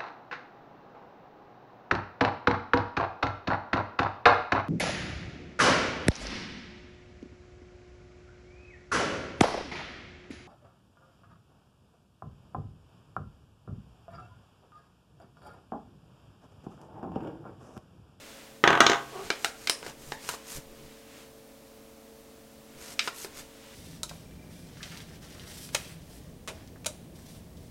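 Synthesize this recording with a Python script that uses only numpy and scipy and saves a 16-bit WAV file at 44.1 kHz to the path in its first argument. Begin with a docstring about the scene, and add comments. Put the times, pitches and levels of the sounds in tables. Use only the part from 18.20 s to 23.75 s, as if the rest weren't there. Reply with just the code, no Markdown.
"""Makeup cases on a desk

A hard plastic makeup case lands on one edge, then flat, rocking ever faster while case and desk ring
and its loose lid and pans buzz. A nudge makes it judder along in stick-slip pulses. Other cases click
together as they are picked up, fingers brush their lids, a sleeve rustles and arms bump the desk.
The room is small and quiet, with a faint fan hum, heard through one microphone."""
import sys
import numpy as np
from scipy import signal
from scipy.fft import rfft, irfft, next_fast_len
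from scipy.io import wavfile
from scipy.ndimage import uniform_filter1d

SR = 44100
rng = np.random.default_rng(int(sys.argv[2]) if len(sys.argv) > 2 else 0)


def dump_mix(stems):
    """Bounce the given channels to the path in sys.argv[1] as a 16-bit WAV at rate SR."""
    frames = np.atleast_2d(stems).T  # one column per channel
    limited = np.clip(frames, -1, 1)  # hard clip at full scale
    pcm = np.round(limited * 32767).astype(np.int16)
    wavfile.write(sys.argv[1], SR, pcm)


N = 244755
TIME = np.arange(N) / SR
HIT_TIME = TIME[:2 ** 15]  # seconds since the start of one hit or echo


def undb(db):
    """Decibels to gain."""
    return 10 ** (np.asarray(db) / 20)


def unit(x):
    """Scale to rms 1."""
    return x / np.sqrt(np.mean(x ** 2))


def add(out, s, x):
    """Mix x into out from time s on."""
    start = int(s * SR)
    out[start:start + len(x)] += x[:len(out) - start]


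def colour(x, points):
    """Causal EQ through the given (Hz, dB) points."""
    size = next_fast_len(len(x) // 2 + 1) * 2
    hz, db = np.transpose(points)
    log_hz = np.log(np.maximum(np.arange(size // 2 + 1) * SR / size, 1))
    cepstrum = irfft(np.log(undb(np.interp(log_hz, np.log(hz), db))))[:size // 2]
    cepstrum[1:] *= 2  # minimum phase: nothing sounds ahead of a hit
    return irfft(rfft(x, size) * np.exp(rfft(cepstrum, size)))[:len(x)]


def fade(t60):
    """Exponential decay by 60 dB in t60 seconds."""
    return np.exp(-np.log(1000) * HIT_TIME / t60)


def set_attack_level(x, db):
    """Scale a hit so that its first 4 ms have this rms level."""
    attack = x[:SR // 250]
    return x * undb(db) / np.sqrt(np.mean(attack ** 2))


def swell(peak_s, rise_s, fall_share=0.67):
    """A bell-shaped envelope that falls faster than it rises."""
    width = np.where(TIME < peak_s, rise_s, fall_share * rise_s)
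    return np.exp(-((TIME - peak_s) / width) ** 2)


def drift(rate_hz):
    """Smooth random wander with rms 1."""
    hold = max(int(SR / rate_hz), 1)
    steps = np.repeat(rng.standard_normal(N // hold + 1), hold)[:N]
    return unit(uniform_filter1d(steps, hold))


def soft_contact(moves, spectrum):
    """Coloured noise that swells and fades with each movement."""
    force = np.sqrt(sum((undb(db) * swell(s, rise)) ** 2 for s, rise, db in moves))
    return force * unit(colour(rng.standard_normal(N), spectrum))


def hard_contact(length_s, grit, onset_s=0.00081, push_share=0.63, split_hz=700):
    """A touch, a smooth push that carries the lows, and a brief chatter as two surfaces bed in."""
    touch = 1. * (HIT_TIME == 0)
    push = signal.lfilter(*signal.butter(1, split_hz, fs=SR), touch)
    envelope = np.exp(-(HIT_TIME / length_s) ** 2) * (1 - np.exp(-HIT_TIME / onset_s))
    chatter = rng.standard_normal(len(HIT_TIME)) * envelope
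    chatter = signal.lfilter(*signal.butter(2, split_hz, "high", fs=SR), chatter)
    return touch + grit * (push_share * push + chatter / np.linalg.norm(chatter))


# The fan's tones. Each row: pitch in Hz, level in dB.
FAN_TONES = [(134.6, -73), (220.7, -62.5), (269.2, -64.5), (301.5, -67.5), (446.8, -59.5), (549.1, -62),
             (586.8, -71), (672.9, -71.5)]
# The colour of the air and hiss. Each row: frequency in Hz, gain in dB.
AIR_EQ = [(15, -19.5), (40, -11), (70, -10), (100, -17.5), (140, -11), (180, -18.5), (225, -11), (300, -11),
          (380, -15.5), (450, -15.5), (600, -14.5), (800, -18), (1600, -24.5), (5000, -27), (16000, -31)]


def fan_and_air(waver_hz=2.24, flutter_db=1.5, air_db=-55):
    """A small fan hums in wavering tones over soft air and microphone hiss."""
    hum = np.zeros(N)
    for hz, db in FAN_TONES:
        amplitude = np.sqrt(2) * undb(db + flutter_db * drift(rate_hz=7))
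        cycles = np.cumsum(hz + waver_hz * drift(rate_hz=25)) / SR
        hum += amplitude * np.sin(2 * np.pi * cycles)
    return hum + undb(air_db) * unit(colour(rng.standard_normal(N), AIR_EQ))


# The room's tail. Each row: band centre in Hz, seconds to fall by 60 dB.
ROOM_DECAY = [(150, 0.21), (500, 0.38), (1400, 0.29), (4000, 0.24), (9000, 0.28), (16000, 0.16)]


def room_echoes(x, early_db=4, early_t60=0.091, first_echo_s=0.0005, build_s=0.0032):
    """A quick cluster of echoes from desk and body, then a short dense tail from the walls."""
    hz, t60s = np.transpose(ROOM_DECAY)
    noise = rfft(rng.standard_normal(len(HIT_TIME)))
    log_hz = np.log(np.maximum(np.arange(len(noise)) * SR / len(HIT_TIME), 1))
    bands = [np.interp(log_hz, np.log(hz), solo) for solo in np.eye(len(hz))]
    tail = sum(irfft(noise * band) * fade(t60) for band, t60 in zip(bands, t60s))
    tail += undb(early_db) * rng.standard_normal(len(HIT_TIME)) * fade(early_t60)
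    tail *= np.clip((HIT_TIME - first_echo_s) / build_s, 0, 1)
    return signal.fftconvolve(x, tail / np.linalg.norm(tail))[:N]


# Hands and arms meeting the desk. Each row: peak time in seconds, rise in seconds, level in dB.
ARM_BUMPS = [(1.9, 0.1, -48.5), (2.38, 0.028, -40.5), (2.5, 0.063, -52.5), (2.64, 0.074, -50.5),
             (4.59, 0.055, -53), (5.22, 0.13, -56)]
# The desk's dull boom. Each row: frequency in Hz, gain in dB.
DESK_EQ = [(20, 3), (45, -7), (68, 1), (100, -16), (140, 0.5), (200, -20), (350, -9.5), (800, -24),
           (3000, -37)]


def desk_bumps():
    """Hands and arms press softly on the desk, which answers with low thuds."""
    return soft_contact(ARM_BUMPS, DESK_EQ)


# The arm reaching and lifting. Each row: peak time in seconds, rise in seconds, level in dB.
REACHES = [(0.11, 0.37, -50.5), (1.05, 0.44, -50), (2.7, 0.25, -57.5), (2.99, 0.13, -53.5),
           (5.2, 0.21, -57.5), (5.54, 0.25, -53.5)]
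# The colour of the cloth. Each row: frequency in Hz, gain in dB.
CLOTH_EQ = [(100, -6.5), (350, 0), (800, -3.5), (1500, -1), (2600, 0), (4500, -4.5), (7500, -7),
            (11000, -12.5), (16000, -22.5)]


def sleeve(follow_db=-9.5, stretch=1.4):
    """Cloth rustles with each reach of the arm and faintly follows each stroke of the fingers."""
    with_strokes = [(start + length / 2, stretch * length, db + follow_db)
                    for start, length, db, _ in FINGER_STROKES]
    return soft_contact(REACHES + with_strokes, CLOTH_EQ)


# Fingers crossing the lids. Each row: start in seconds, length in seconds, relative level in dB,
# tilt in dB per octave.
FINGER_STROKES = [(1.016, 0.073, -45.5, 0), (1.182, 0.11, -48, 3), (1.373, 0.14, -50, 3),
                  (1.631, 0.077, -44, 0), (1.783, 0.17, -51.5, 4), (2.025, 0.13, -42.5, 3.5),
                  (2.272, 0.11, -42.5, 5), (4.592, 0.15, -47, 3), (4.825, 0.065, -43.5, 3.5),
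                  (4.955, 0.099, -43.5, 6.5), (5.158, 0.058, -45, 3.5)]
# The colour of skin on plastic. Each row: frequency in Hz, gain in dB.
SKIN_EQ = [(150, 10), (400, 8.5), (1000, 8), (2000, 3.5), (3500, -0.5), (6500, 0), (9000, -5), (13000, -12),
           (16000, -27)]


def finger_brushes(grain_db=2.5, lift_db=1, attack_s=0.016, release_s=0.0067, press_db_per_s=28):
    """Skin drags on plastic in a grainy hiss, brighter when fast, pressing harder until it lets go."""
    out = np.zeros(N)
    hiss = colour(rng.standard_normal(N) * undb(grain_db * drift(rate_hz=540)), SKIN_EQ)
    for start, length, db, tilt_db in FINGER_STROKES:
        settle = (1 + np.tanh((TIME - start) / attack_s / 2)) / 2
        release = (1 + np.tanh((start + length - TIME) / release_s / 2)) / 2
        press = undb(press_db_per_s * np.clip(TIME - start - length, -length, 0))
        tilted = unit(colour(hiss, [(750, -2 * tilt_db), (12000, 2 * tilt_db)]))
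        out += undb(db + lift_db) * settle * press * release * tilted
    return out


# The body of the sliding case. Each row: frequency in Hz, gain in dB.
SLIDE_EQ = [(100, -18), (280, -16), (400, 2), (550, -9), (700, -1.5), (900, -11), (1100, -4.5),
            (1600, -19.5), (3000, -27), (10000, -48)]


def case_slide(start_s=0.926, start_hz=477, end_hz=372.6, sag_s=0.01605, jitter=0.065, db=-39.5):
    """One push: uneven stick-slip pulses, sagging in rate, and scraping noise sound through the case."""
    slip_hz = end_hz + (start_hz - end_hz) * np.exp(-np.maximum(TIME - start_s, 0) / sag_s)
    cycles = np.cumsum(slip_hz * (1 + jitter * drift(rate_hz=140))) / SR
    slips = np.diff(np.floor(cycles), prepend=0)
    drag = unit(slips - slips.mean()) + rng.standard_normal(N)
    return undb(db) * swell(peak_s=0.99, rise_s=0.064) * unit(colour(drag, SLIDE_EQ))


# Lids and edges tapping. 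Each row: start in seconds, attack level in dB, contact time in seconds,
# hollow thud in dB, treble in dB, lower and upper lid mode in Hz, mode gain in dB.
LID_CLICKS = [(1.1033, -19.5, 0.0021, 8, -21, 1620, 2350, -1),
              (1.2459, -19.5, 0.0017, -1, -11, 790, 1390, 5.5),
              (1.473, -23.5, 0.0031, -9, -14, 1680, 2280, 3),
              (1.4971, -17, 0.0017, 3.5, -9.5, 5250, 9200, 7.5),
              (1.6287, -38, 0.00082, 13, -19, 920, 1500, 11), (1.6646, -34, 0.0053, 15, -10, 1090, 1600, 2),
              (1.921, -28.5, 0.0022, 11.5, -18, 884, 1750, 13),
              (2.0900, -26, 0.0056, 2.5, -4.5, 1020, 1410, 9.5),
              (2.1390, -37.5, 0.0058, 8, -12, 830, 1100, 18),
              (4.7929, -19, 0.0041, -17, -21.5, 1260, 2470, -0.5),
              (4.8756, -26.5, 0.0075, 4, -20, 1060, 1330, 8),
              (5.0469, -33.5, 0.0016, 15, -7, 400, 1670, -5)]


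def case_clicks(grit, lid_q=7.7):
    """Cases tap together: each snap excites two heavily damped modes of a thin plastic lid."""
    out = np.zeros(N)
    for start, db, length, thud_db, treble_db, lower_hz, upper_hz, mode_db in LID_CLICKS:
        hollow = [(40, thud_db - 22), (170, thud_db - 16), (400, thud_db), (900, 0.54 * thud_db - 5)]
        edge = [(2000, 0), (5000, -2),
                (10000, treble_db), (12000, treble_db - 7), (16000, treble_db - 14)]
        snap = colour(hard_contact(length, grit), hollow + edge)
        ring = sum(signal.lfilter(*signal.iirpeak(hz, lid_q, fs=SR), snap)
                   for hz in (lower_hz, upper_hz))
        add(out, start, set_attack_level(snap + undb(mode_db) * ring, db))
    return out


# The case lands on one edge, then flat. Each row: start in seconds, attack level in dB, loss per rock
# in dB, first gap, shortest gap and rocking time in seconds, treble in dB, dulling per rock in dB,
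# extra level of the first rebound in dB.
LANDINGS = [(0.439, -10, 2.5, 0.037, 0.0222, 0.145, -12, 1, 2.8),
            (0.605, -6.5, 4.5, 0.0605, 0.0113, 0.184, -0.5, 0.7, -0.5)]


def rocking(rim_db=6, gap_shrink=0.42):
    """Knocks come faster, weaker and duller: yields start in seconds, then level, treble, rim in dB."""
    for start, db, loss_db, gap, shortest, length, treble_db, dull_db, rebound_db in LANDINGS:
        s, count = start, 0
        while s < start + length:
            on_rim = count == 1  # the first rebound hits the sharp rim
            knock_db = db - count * loss_db + on_rim * rebound_db
            yield s, knock_db, treble_db - count * dull_db, on_rim * rim_db
            s, count = s + gap, count + 1
            gap = shortest + gap_shrink * (gap - shortest)


# The ring of case and desk top. Each row: pitch in Hz, relative level in dB, seconds to fall by 60 dB.
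CASE_MODES = [(134.2, -7.5, 0.65), (188, -13, 0.26), (306.4, -8.5, 0.5), (389, -4, 0.42), (415, -9.5, 0.44),
              (690.6, 0.5, 0.25), (807, 2, 0.34), (930, -8, 0.27), (1102, -1, 0.57), (1130, -15, 0.19),
              (1310, 0, 0.24), (1510, 3, 0.34), (1590, 4, 0.31), (1750, 0.5, 0.1), (1923, 2, 0.19),
              (2690, -7.5, 0.087), (2880, -12.5, 0.22), (3330, -4, 0.24), (3790, -13, .14),
              (4100, -23, 0.106), (6370, -9, 0.069)]


def case_ring(detune=0.00646):
    """Case and desk ring; each corner that lands loads and feeds the modes a little differently."""
    ring = np.zeros(len(HIT_TIME))
    for hz, db, t60 in CASE_MODES:
        loaded_hz = hz * (1 + detune * rng.standard_normal())
        ring += undb(db) * fade(t60) * np.sin(2 * np.pi * (loaded_hz * HIT_TIME + rng.random()))
    return ring


# The crack of plastic on the desk. Each row: frequency in Hz, gain in dB.
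CRACK_EQ = [(40, -21.5), (130, -15), (300, 2.5), (430, -4.5), (560, -3), (900, -4.5), (1300, -5),
            (1900, -4.5), (2300, -11), (3500, -7), (4800, -17), (6400, -10.5), (8500, -32.5),
            (15000, -45.5)]
# The buzz of the loose lid and pans. Each row: frequency in Hz, gain in dB.
RATTLE_EQ = [(100, -13.5), (300, -2.5), (650, -2), (1200, 7), (1800, -7.5), (2300, -9), (3400, -7),
             (5000, -32), (6500, -14.5), (15000, -54)]


def case_knocks(ring_db=-46, rattle_db=-6, rattle_t60=0.27, edge_lag_s=0.002334, second_edge_gain=0.64):
    """Each knock cracks and rings the case; its other edge lands just after, and loose parts buzz on."""
    out = np.zeros(N)
    for start, db, treble_db, rim_db in rocking():
        force = hard_contact(length_s=0.0021, grit=1.6)
        lag_s = edge_lag_s * np.exp(0.12 * rng.standard_normal())
        add(force, lag_s, second_edge_gain * hard_contact(length_s=0.0014, grit=0.91))
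        crack = colour(force, CRACK_EQ)
        buzz = colour(rng.standard_normal(len(HIT_TIME)) * fade(rattle_t60), RATTLE_EQ)
        knock = crack / np.linalg.norm(crack) + undb(rattle_db) * buzz / np.linalg.norm(buzz)
        knock += undb(ring_db) * case_ring()
        bass_db = 0.26 * (db + 6)  # a heavier blow moves the desk more
        bite_db = 0.39 * treble_db + rim_db  # a sharper corner sounds brighter
        hardness = [(400, bass_db), (900, 0.0021), (1900, 0), (3200, bite_db),
                    (6000, treble_db + rim_db / 2), (7200, treble_db), (9500, treble_db / 2)]
        add(out, start, set_attack_level(colour(knock, hardness), db))
    return out


# The microphone's sheen. Each row: frequency in Hz, gain in dB.
MIC_EQ = [(9000, 0), (10800, -1.5), (12500, 1.5), (15500, 1.5)]


def scene():
    """All the handling sounds and the room's echoes over the fan, in mono."""
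    knocks = case_knocks()
    rubbing = case_slide() + finger_brushes()
    direct = knocks + rubbing + case_clicks(grit=1.52)
    # the walls hear every face of a case at once, which evens out the chatter of a click
    room_send = undb(-6) * knocks + undb(-7.5) * rubbing + undb(-4) * case_clicks(grit=0.41)
    handling = direct + room_echoes(room_send) + desk_bumps() + sleeve()
    return (colour(handling, MIC_EQ) + fan_and_air())[None]


def record(dry):
    """Peaks clip at full scale, then a steep low-pass cuts the very top."""
    lowpass = signal.ellip(10, .1, 70, 15900, fs=SR, output="sos")
    return signal.sosfilt(lowpass, np.clip(dry, -1, 1))


dry = scene()
out = record(dry)
dump_mix(out)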